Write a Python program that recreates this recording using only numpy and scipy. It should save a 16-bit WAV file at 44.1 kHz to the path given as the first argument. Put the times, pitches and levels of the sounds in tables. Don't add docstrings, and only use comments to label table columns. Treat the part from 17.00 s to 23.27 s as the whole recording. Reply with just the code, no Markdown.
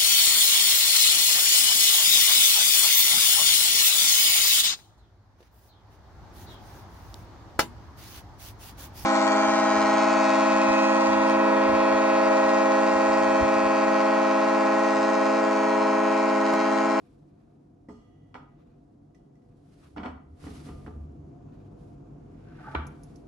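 import sys
import numpy as np
from scipy import signal
from scipy.fft import rfft, irfft
from scipy.io import wavfile
from scipy.ndimage import uniform_filter1d

SR = 44100
rng = np.random.default_rng(int(sys.argv[2]) if len(sys.argv) > 2 else 0)


def unload_wav(signal):
    wavfile.write(
        sys.argv[1],
        SR,
        np.round(np.clip(np.atleast_2d(signal).T, -1, 1) * 32767).astype(np.int16),
    )


N = 276507
TIME = np.arange(N) / SR
FREQS = np.fft.rfftfreq(N, 1 / SR)
BLOW_S = .75
BLOW_TIME = TIME[:int(BLOW_S * SR)]

# f/Hz, level/dB, t60/s
THUD_MODES = [(193, -6.5, 0.31), (246.2, -1, 0.21), (280.2, 5.5, 0.097), (346.4, -8.5, 0.11),
              (410.7, -5.5, 0.26), (461, -4.5, 0.1), (740, -11, 0.15)]
# f/Hz, level/dB, t60/s
WORKTOP_MODES = [(76.2, -5.5, 0.6), (148.7, -12, 0.33), (237, -21, 0.79)]
# f/Hz, level/dB
SHIMMER_COLOUR = [(1200, -7), (2000, 9), (2600, 9), (3200, 3), (3700, 1), (4400, -10), (6000, 11),
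                  (8300, -21), (10200, 2), (12000, -18)]
# f/Hz, level/dB, t60/s
DISH_MODES = [(336, -12, 0.2), (661, -17, 0.23), (786, -6, 0.15), (881, -0.5, 0.15), (1160, -5, 0.2),
              (1270, -3.5, 0.11), (1364, -1.5, 0.17), (1510, -1.5, 0.2), (1540, 2, 0.07),
              (1730, -18, 0.097), (2070, -13, 0.06), (2350, -7.5, 0.08), (3380, -20, 0.055),
              (3920, -10, 0.082)]


def undb(db):
    return 10 ** (np.asarray(db) / 20)


def unit(x):
    return x / np.sqrt(np.mean(x ** 2))


def across(points, hz=FREQS):
    f, value = np.transpose(points)
    return np.interp(np.log(np.maximum(hz, 1)), np.log(f), value)


def noise(gain):
    # f/Hz, side minus mid/dB
    width = [(40, -47), (100, -21.5), (160, -17.5), (280, -8.5), (500, 2), (1000, -0.5), (6000, -3.5),
             (10000, -0.5)]
    mid, side = rfft(rng.standard_normal((2, N))) * gain
    side = side * undb(across(width))
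    return unit(irfft(np.array([mid + side, mid - side]), N))


def coloured(colour):
    return noise(undb(across(colour)))


def walk(rate_hz):
    step = int(SR / rate_hz)
    stairs = np.repeat(rng.standard_normal(N // step + 1), step)
    return unit(uniform_filter1d(stairs, step)[:N])


def swell(s, rise_s, hold_s, fall_s):
    return 10 ** -(np.maximum(s - TIME, 0) / rise_s + np.maximum(TIME - s - hold_s, 0) / fall_s)


def pushes(rows):
    return sum(undb(db) * np.exp(-(2 * (TIME - s) / length) ** 2) for s, length, db in rows)


def ring(modes, detune=0.0094):
    t, out = BLOW_TIME, 0
    for hz, db, t60 in modes:
        phase = 2 * np.pi * hz * (1 + detune * rng.standard_normal()) * t
        out = out + undb(db - 60 * t / t60) * np.sin(phase)
    return np.array([out, out]) * (1 - (t / BLOW_S) ** 4)


def burst(source, t60):
    start = rng.integers(N - len(BLOW_TIME))
    return source[:, start:start + len(BLOW_TIME)] * undb(-60 * BLOW_TIME / t60)


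def spread(x, rise_s):
    return x * (1 - np.exp(-TIME[:x.shape[1]] / rise_s))


def soften(x, hz):
    return signal.sosfilt(signal.butter(2, hz, fs=SR, output="sos"), x)


def add(track, s, sound):
    start = int(s * SR)
    track[:, start:start + sound.shape[1]] += sound[:, :N - start]


def balance(x, left_db):
    return x * undb(np.array([[1], [-1]]) * left_db / 2)


def place(x, lead_s):
    return irfft(rfft(x) * np.exp(1j * np.pi * FREQS * lead_s * np.array([[1], [-1]])), N)


def drone_on(full_s=3.45, rise_s=0.16):
    return 10 ** (np.minimum(TIME - full_s, 0) / rise_s)


def hum(hum_db=-55, drone_db=-47, waver_db=-0.31):
    # f/Hz, level/dB
    hum_colour = [(20, -32), (35, -4), (55, -4.5), (80, -6), (150, -1.5), (300, -2.5), (450, -14),
                  (700, -18.5), (1000, -24), (1300, -28), (1800, -38), (3000, -47.5), (7000, -46),
                  (14000, -88)]
    drone_colour = [(20, -25), (35, -2), (70, 0), (150, 2), (290, -0.5), (500, -12), (750, -17.5),
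                    (1000, -19.5), (1400, -27), (1750, -36), (2600, -38.5), (4000, -46.5), (7000, -43.5),
                    (14000, -102)]
    # f/Hz, width/Hz, boost/dB
    resonances = [(47.4, 20, 11), (100.3, 5.2, 14.5), (144.6, 22.3, 12.5), (232.4, 28, 4), (284.6, 44, 6.5),
                  (330.8, 15, 6), (398.5, 17.7, 8), (488, 16.4, 10), (701, 56, 11)]
    peaks_db = sum(db / (1 + ((FREQS - hz) / width * 2) ** 2) for hz, width, db in resonances)
    steady = noise(undb(across(hum_colour) + peaks_db)) * undb(hum_db)
    drone = noise(undb(across(drone_colour) + peaks_db)) * undb(drone_db) * drone_on()
    return balance((steady + drone) * undb(waver_db * walk(4.0)), left_db=0.21)


def hiss(floor_db=-86, with_drone_db=-86, with_drag_db=-72, flutter_db=1.4):
    # t at full strength/s, level/dB, rise/s, hold/s, fall/s
    surges = [(0, -74.5, .1, 0.015, 0.46), (2.83, -68.5, 0.38, 0.046, 0.21),
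              (3.432, -57, 0.071, 0.21, 0.35), (4.84, -76.5, 0.32, 0.07, 0.15), (6.084, -71, 1, 0.08, 0.28)]
    # f/Hz, level/dB
    colour = [(400, 10), (800, 4), (1200, 9), (1600, 6.5), (3000, 3.5), (5000, 2.5), (7000, -2),
              (11300, -2.5), (12200, -17.5), (16000, -33)]
    parts = [undb(db) * swell(s, rise_s, hold_s, fall_s) for s, db, rise_s, hold_s, fall_s in surges]
    parts += [undb(floor_db), undb(with_drone_db) * drone_on(), undb(with_drag_db) * drag_swell()]
    strength = np.sqrt(sum(part ** 2 for part in parts))
    return balance(coloured(colour) * strength * undb(flutter_db * walk(60)), left_db=-1.3)


def spatula(stick_db=2.5):
    # t/s, length/s, level/dB
    strokes = [(0.077, 0.17, -76.5), (0.43, 0.44, -80.5), (1.66, 0.26, -74.5), (2.53, 0.06, -84),
               (2.843, 0.059, -63), (4.56, 0.23, -71.5)]
    # f/Hz, level/dB
    colour = [(600, -4.5), (1220, 7), (1520, 2.5), (1800, -1), (2080, -5), (2450, -0.5), (3000, -7.5),
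              (3800, -7), (5000, -14), (9000, -26)]
    return coloured(colour) * undb(stick_db * walk(60)) * pushes(strokes)


def pan_singing(s, shimmer, shimmer_db=-27.5, free_until_s=1.3, support_t60=1.7):
    # f/Hz, level/dB, t60/s, waver width/Hz
    metal_modes = [(889, -2.5, 0.15, 15), (1208, -5.5, 0.66, 25), (1976, -1, 0.098, 29),
                   (1970, -21, 4.7, 25), (2907, -23, 2.7, 45), (3270, -22, 2.4, 35),
                   (4360, -20.5, 0.71, 170), (5270, -17.5, 0.46, 54), (5900, -28, 0.6, 70),
                   (6530, -22.5, 0.7, 72), (7770, -22, 0.49, 93), (10700, -26.5, 0.073, 100)]
    t, resting = BLOW_TIME, s > free_until_s
    out = undb(shimmer_db) * burst(shimmer, t60=0.2 if resting else 1.6)
    for hz, db, t60, width_hz in metal_modes:
        damping = 1 / t60 + resting * hz / 1000 / support_t60
        waver = np.cumsum(rng.standard_normal((2, len(t))), axis=1) * np.sqrt(2 * np.pi * width_hz / SR)
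        out = out + undb(db - 60 * t * damping) * np.sin(2 * np.pi * hz * t + waver)
    return spread(out, rise_s=0.00068)


def pan_blows(chatter_db=3.5, landed_s=3.6):
    # t/s, clatter/dB, clatter t60/s, brightness/Hz,
    # body/dB, thud/dB, worktop boom/dB, metal ring/dB
    blows = [(.886, -59, 0.078, 786, -54, -40, -54, -54.5), (.895, -43.5, 0.12, 700, -51, -48, -45, -67),
             (1.3432, -43.5, 0.15, 2750, -45, -53, -50, -53.5),
             (1.352, -37, 0.09, 1260, -40.5, -51.5, -53, -68),
             (2.9627, -35, 0.1, 1000, -51, -40, -48, -54.5), (2.97, -44, 0.13, 3400, -52, -39, -42, -60),
             (2.979, -41.5, 0.073, 3580, -40.5, -42.5, -43, -67),
             (3.0, -40, 0.14, 1400, -46, -41.5, -53, -60), (3.032, -37.5, 0.09, 2820, -39, -44, -50, -55),
             (3.041, -40.5, 0.08, 1500, -39, -46, -59, -68),
             (3.051, -32.5, 0.18, 1300, -44, -39.5, -42, -51),
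             (3.059, -41, 0.11, 2800, -41.5, -42.5, -45, -56),
             (3.076, -37.5, 0.1, 1490, -47, -48, -52, -65), (3.44, -52, 0.14, 2000, -56, -44.5, -53, -66),
             (3.466, -46.5, 0.089, 3780, -56, -39, -39.5, -53),
             (3.667, -48, 0.098, 900, -66, -47, -50, -69),
             (3.686, -47, 0.087, 2600, -51.5, -42, -37.5, -59),
             (3.864, -49, 0.079, 2410, -59, -43, -42, -62),
             (3.873, -48, 0.11, 1300, -71, -43.5, -41.5, -71)]
    # f/Hz, level/dB
    clatter_colour = [(150, -54), (300, -4), (570, -2.5), (980, 3), (1450, 1), (1800, -4.5), (2250, -4.5),
                      (2700, -7.5), (3300, -5.5), (4000, -14.5), (5500, -12), (7300, -28), (11000, -49),
                      (15000, -69)]
    # f/Hz, level/dB, t60/s
    body_modes = [(728, -5.5, 0.13), (827, -2.5, 0.11), (918, -1, 0.1), (976, -6.5, 0.14),
                  (1244.3, -13, 0.4), (1370, -14, 0.41), (1410, -14.5, 0.21), (1522, -16, 0.18),
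                  (1947, -15, 0.15), (2270, -5, 0.066), (2974, -10, 0.11), (3270, -10.5, 0.078),
                  (4339, -14, 0.09)]
    # f/Hz, level/dB, t60/s
    base_modes = [(1192, -18, 0.41), (1250, -18, 0.18), (1325, -16, 0.18)]
    out, shimmer = np.zeros((2, N)), coloured(SHIMMER_COLOUR)
    chatter = undb(chatter_db * walk(600))
    clatter = unit(coloured(clatter_colour) * chatter)
    for s, clatter_db, clatter_t60, contact_hz, body_db, thud_db, boom_db, ring_db in blows:
        body = undb(body_db) * ring(body_modes, detune=0.0039)
        thud = undb(thud_db) * ring(THUD_MODES, detune=0.0405)
        boom = undb(boom_db) * ring(WORKTOP_MODES)
        clank = undb(clatter_db) * burst(clatter, clatter_t60) + spread(body + thud + boom, rise_s=0.0017)
        add(out, s, soften(clank, contact_hz) + undb(ring_db) * pan_singing(s, shimmer))
        if s > landed_s:
            add(out, s, undb(boom_db) * spread(ring(base_modes), rise_s=0.0068))
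    return place(out, lead_s=-0.000024)


def pan_grazes(clink_db=7.5, thud_db=6, clink_above_hz=1750):
    # t/s, level/dB
    grazes = [(2.147, -69.5), (2.354, -77.5), (2.418, -82)]
    out, shimmer = np.zeros((2, N)), coloured(SHIMMER_COLOUR)
    treble = signal.butter(3, clink_above_hz, "high", fs=SR, output="sos")
    for s, db in grazes:
        clink = undb(clink_db) * signal.sosfilt(treble, pan_singing(s, shimmer))
        rasp = burst(shimmer, t60=0.043)
        thud = undb(thud_db) * spread(ring(THUD_MODES, detune=0.028), rise_s=.002)
        add(out, s, undb(db) * (rasp + clink + thud))
    return out


def worktop_shudder(hz=77, width_hz=22):
    # t at the middle/s, length/s, level/dB
    shoves = [(3.05, 0.27, -46.5), (3.32, 0.081, -48.5), (3.47, 0.19, -43.5), (3.77, 0.25, -45.5),
              (3.97, 0.15, -42), (4.13, 0.23, -46)]
    resonance = np.minimum(FREQS / hz, 1) / (1 + ((FREQS - hz) / width_hz * 2) ** 2)
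    return noise(resonance) * pushes(shoves)


def drag_swell(rise_s=0.16):
    return swell(5.66, rise_s, hold_s=0.076, fall_s=0.17)


def grit(level_db=-59.5, grain_db=3):
    # f/Hz, level/dB
    colour = [(500, -6), (900, 3), (1400, 5.5), (1900, 0), (2600, -1.5), (3300, -7.5), (5000, -12),
              (8000, -23.5), (11000, -23), (14000, -47)]
    grains = unit(coloured(colour) * undb(grain_db * walk(540)))
    return undb(level_db) * grains * drag_swell(rise_s=0.42)


def dish_drag(level_db=-49, slips_per_s=700, scatter_db=3, groan_db=-1, rough_db=2, contact_hz=2100):
    # f/Hz, wander/Hz, level/dB
    groan_tones = [(848, 70, -13), (1267, 113, -7), (1480, 136, -3), (1770, 150, -10)]
    slips = (rng.random(N) < slips_per_s / SR) * rng.choice([-1, 1], N)
    slips = slips * undb(scatter_db * rng.standard_normal(N))
    glass = unit(signal.fftconvolve(slips[None], ring(DISH_MODES), axes=1)[:, :N])
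    groan = 0
    for hz, wander_hz, db in groan_tones:
        pitch = hz + wander_hz * walk(250)
        judder = undb(3 * walk(110))
        groan = groan + undb(db) * judder * np.sin(2 * np.pi * np.cumsum(pitch) / SR)
    scrape = unit(soften(glass + undb(groan_db) * unit(groan), contact_hz))
    strength = undb(level_db + rough_db * walk(70)) * drag_swell()
    return place(scrape * strength + squeaks() + grit(), lead_s=.00007)


def squeaks(glide_hz_per_s=1900, wander_hz=70, rough_db=3):
    # t/s, length/s, level/dB, f/Hz
    catches = [(5.612, 0.018, -48, 700), (5.655, 0.03, -47, 1282), (5.684, 0.029, -42, 880),
               (5.747, 0.0087, -35.5, 903)]
    out, waver = 0, wander_hz * walk(500)
    for s, length, db, hz in catches:
        pitch = hz + glide_hz_per_s * np.clip(TIME - s, -length, length) + waver
        out = out + np.sin(2 * np.pi * np.cumsum(pitch) / SR) * pushes([(s, length, db)])
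    return out * unit(undb(rough_db * walk(400)))


def dish_knocks(crack_db=3, tail_db=-17, glass_db=-10, contact_hz=4200):
    # t/s, level/dB, worktop boom/dB
    knocks = [(5.7494, -27, -38), (5.7511, -24, -50), (5.7593, -32.5, -28.5), (5.762, -38, -24.5)]
    # f/Hz, level/dB
    crack_colour = [(200, 1.5), (350, -3.5), (550, -13.5), (880, -3.5), (1100, -3), (1500, -0.5),
                    (1850, -10), (2300, -11.5), (2650, -19), (3200, -15), (3900, -24), (4800, -37),
                    (7000, -50), (15000, -88)]
    out, dense = np.zeros((2, N)), coloured(crack_colour)
    for s, db, boom_db in knocks:
        crack = undb(crack_db) * burst(dense, t60=0.031)
        tail = undb(tail_db) * burst(dense, t60=0.3)
        glass = undb(glass_db) * spread(ring(DISH_MODES, detune=0.0025), rise_s=0.0015)
        add(out, s, undb(db) * (crack + tail + glass))
        add(out, s, undb(boom_db) * spread(ring(WORKTOP_MODES), rise_s=0.0036))
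    return place(soften(out, contact_hz), lead_s=-0.000036)


def rim_ticks(glass_db=-7):
    # t/s, level/dB, brightness/Hz
    ticks = [(5.868, -51.5, 11900), (6.034, -55, 11400), (6.159, -51.5, 5340)]
    # f/Hz, level/dB, t60/s
    rim_modes = [(5040, -16, 0.065), (6000, -9, 0.097), (6500, -5, 0.082), (7600, -8, 0.069),
                 (10700, 4.5, 0.067), (11600, -5, 0.034), (14700, -5, .04)]
    # f/Hz, level/dB
    thin_treble = [(2000, -48), (5500, 12), (9000, -7), (10800, 16), (12500, -30), (14700, -9)]
    out, treble = np.zeros((2, N)), coloured(thin_treble)
    for s, db, contact_hz in ticks:
        glass = undb(glass_db) * ring(rim_modes, detune=0.0098)
        add(out, s, undb(db) * soften(glass + burst(treble, t60=0.037), contact_hz))
    return out


def kitchen(x, wet_db, build_s=0.0042):
    # f/Hz, left minus right/dB
    lean = [(200, 0), (500, -4), (900, -3), (1400, 2.5), (2100, -7), (3200, -1.5), (6000, -6.5),
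            (10000, -3)]
    # f/Hz, t60/s
    decay = [(100, 0.74), (400, 0.54), (1300, 0.5), (3000, 0.44), (10000, 0.22)]
    echo_colour = [(60, -7), (250, -1.5), (700, -3.5), (3000, -2.5), (12000, 4.5)]
    t, echoes = TIME[:SR], 0
    spectrum = rfft(coloured(echo_colour)[:, :SR])
    octave = np.log2(np.maximum(np.fft.rfftfreq(SR, 1 / SR), 1))
    for k in range(5, 15):
        band = irfft(spectrum * np.maximum(1 - abs(octave - k), 0), SR)
        echoes = echoes + band * undb(-60 * t / across(decay, 2 ** k))
    echoes = unit(echoes * (1 - np.exp(-t / build_s))) / np.sqrt(SR)
    direct = irfft(balance(rfft(x), across(lean)), N)
    return direct + undb(wet_db) * signal.fftconvolve(x, echoes, axes=1)[:, :N]


def scene():
    cookware = pan_blows() + pan_grazes() + dish_knocks() + dish_drag()
    in_room = kitchen(cookware, wet_db=-4) + kitchen(rim_ticks(), wet_db=-13)
    return in_room + spatula() + hiss() + worktop_shudder() + hum()


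def record(dry, bottom_hz=38, top_hz=15400):
    low_cut = signal.butter(4, bottom_hz, "high", fs=SR, output="sos")
    high_cut = signal.ellip(8, .2, 70, top_hz, fs=SR, output="sos")
    return signal.sosfilt(high_cut, signal.sosfilt(low_cut, dry))


dry = scene()
out = record(dry)
unload_wav(out)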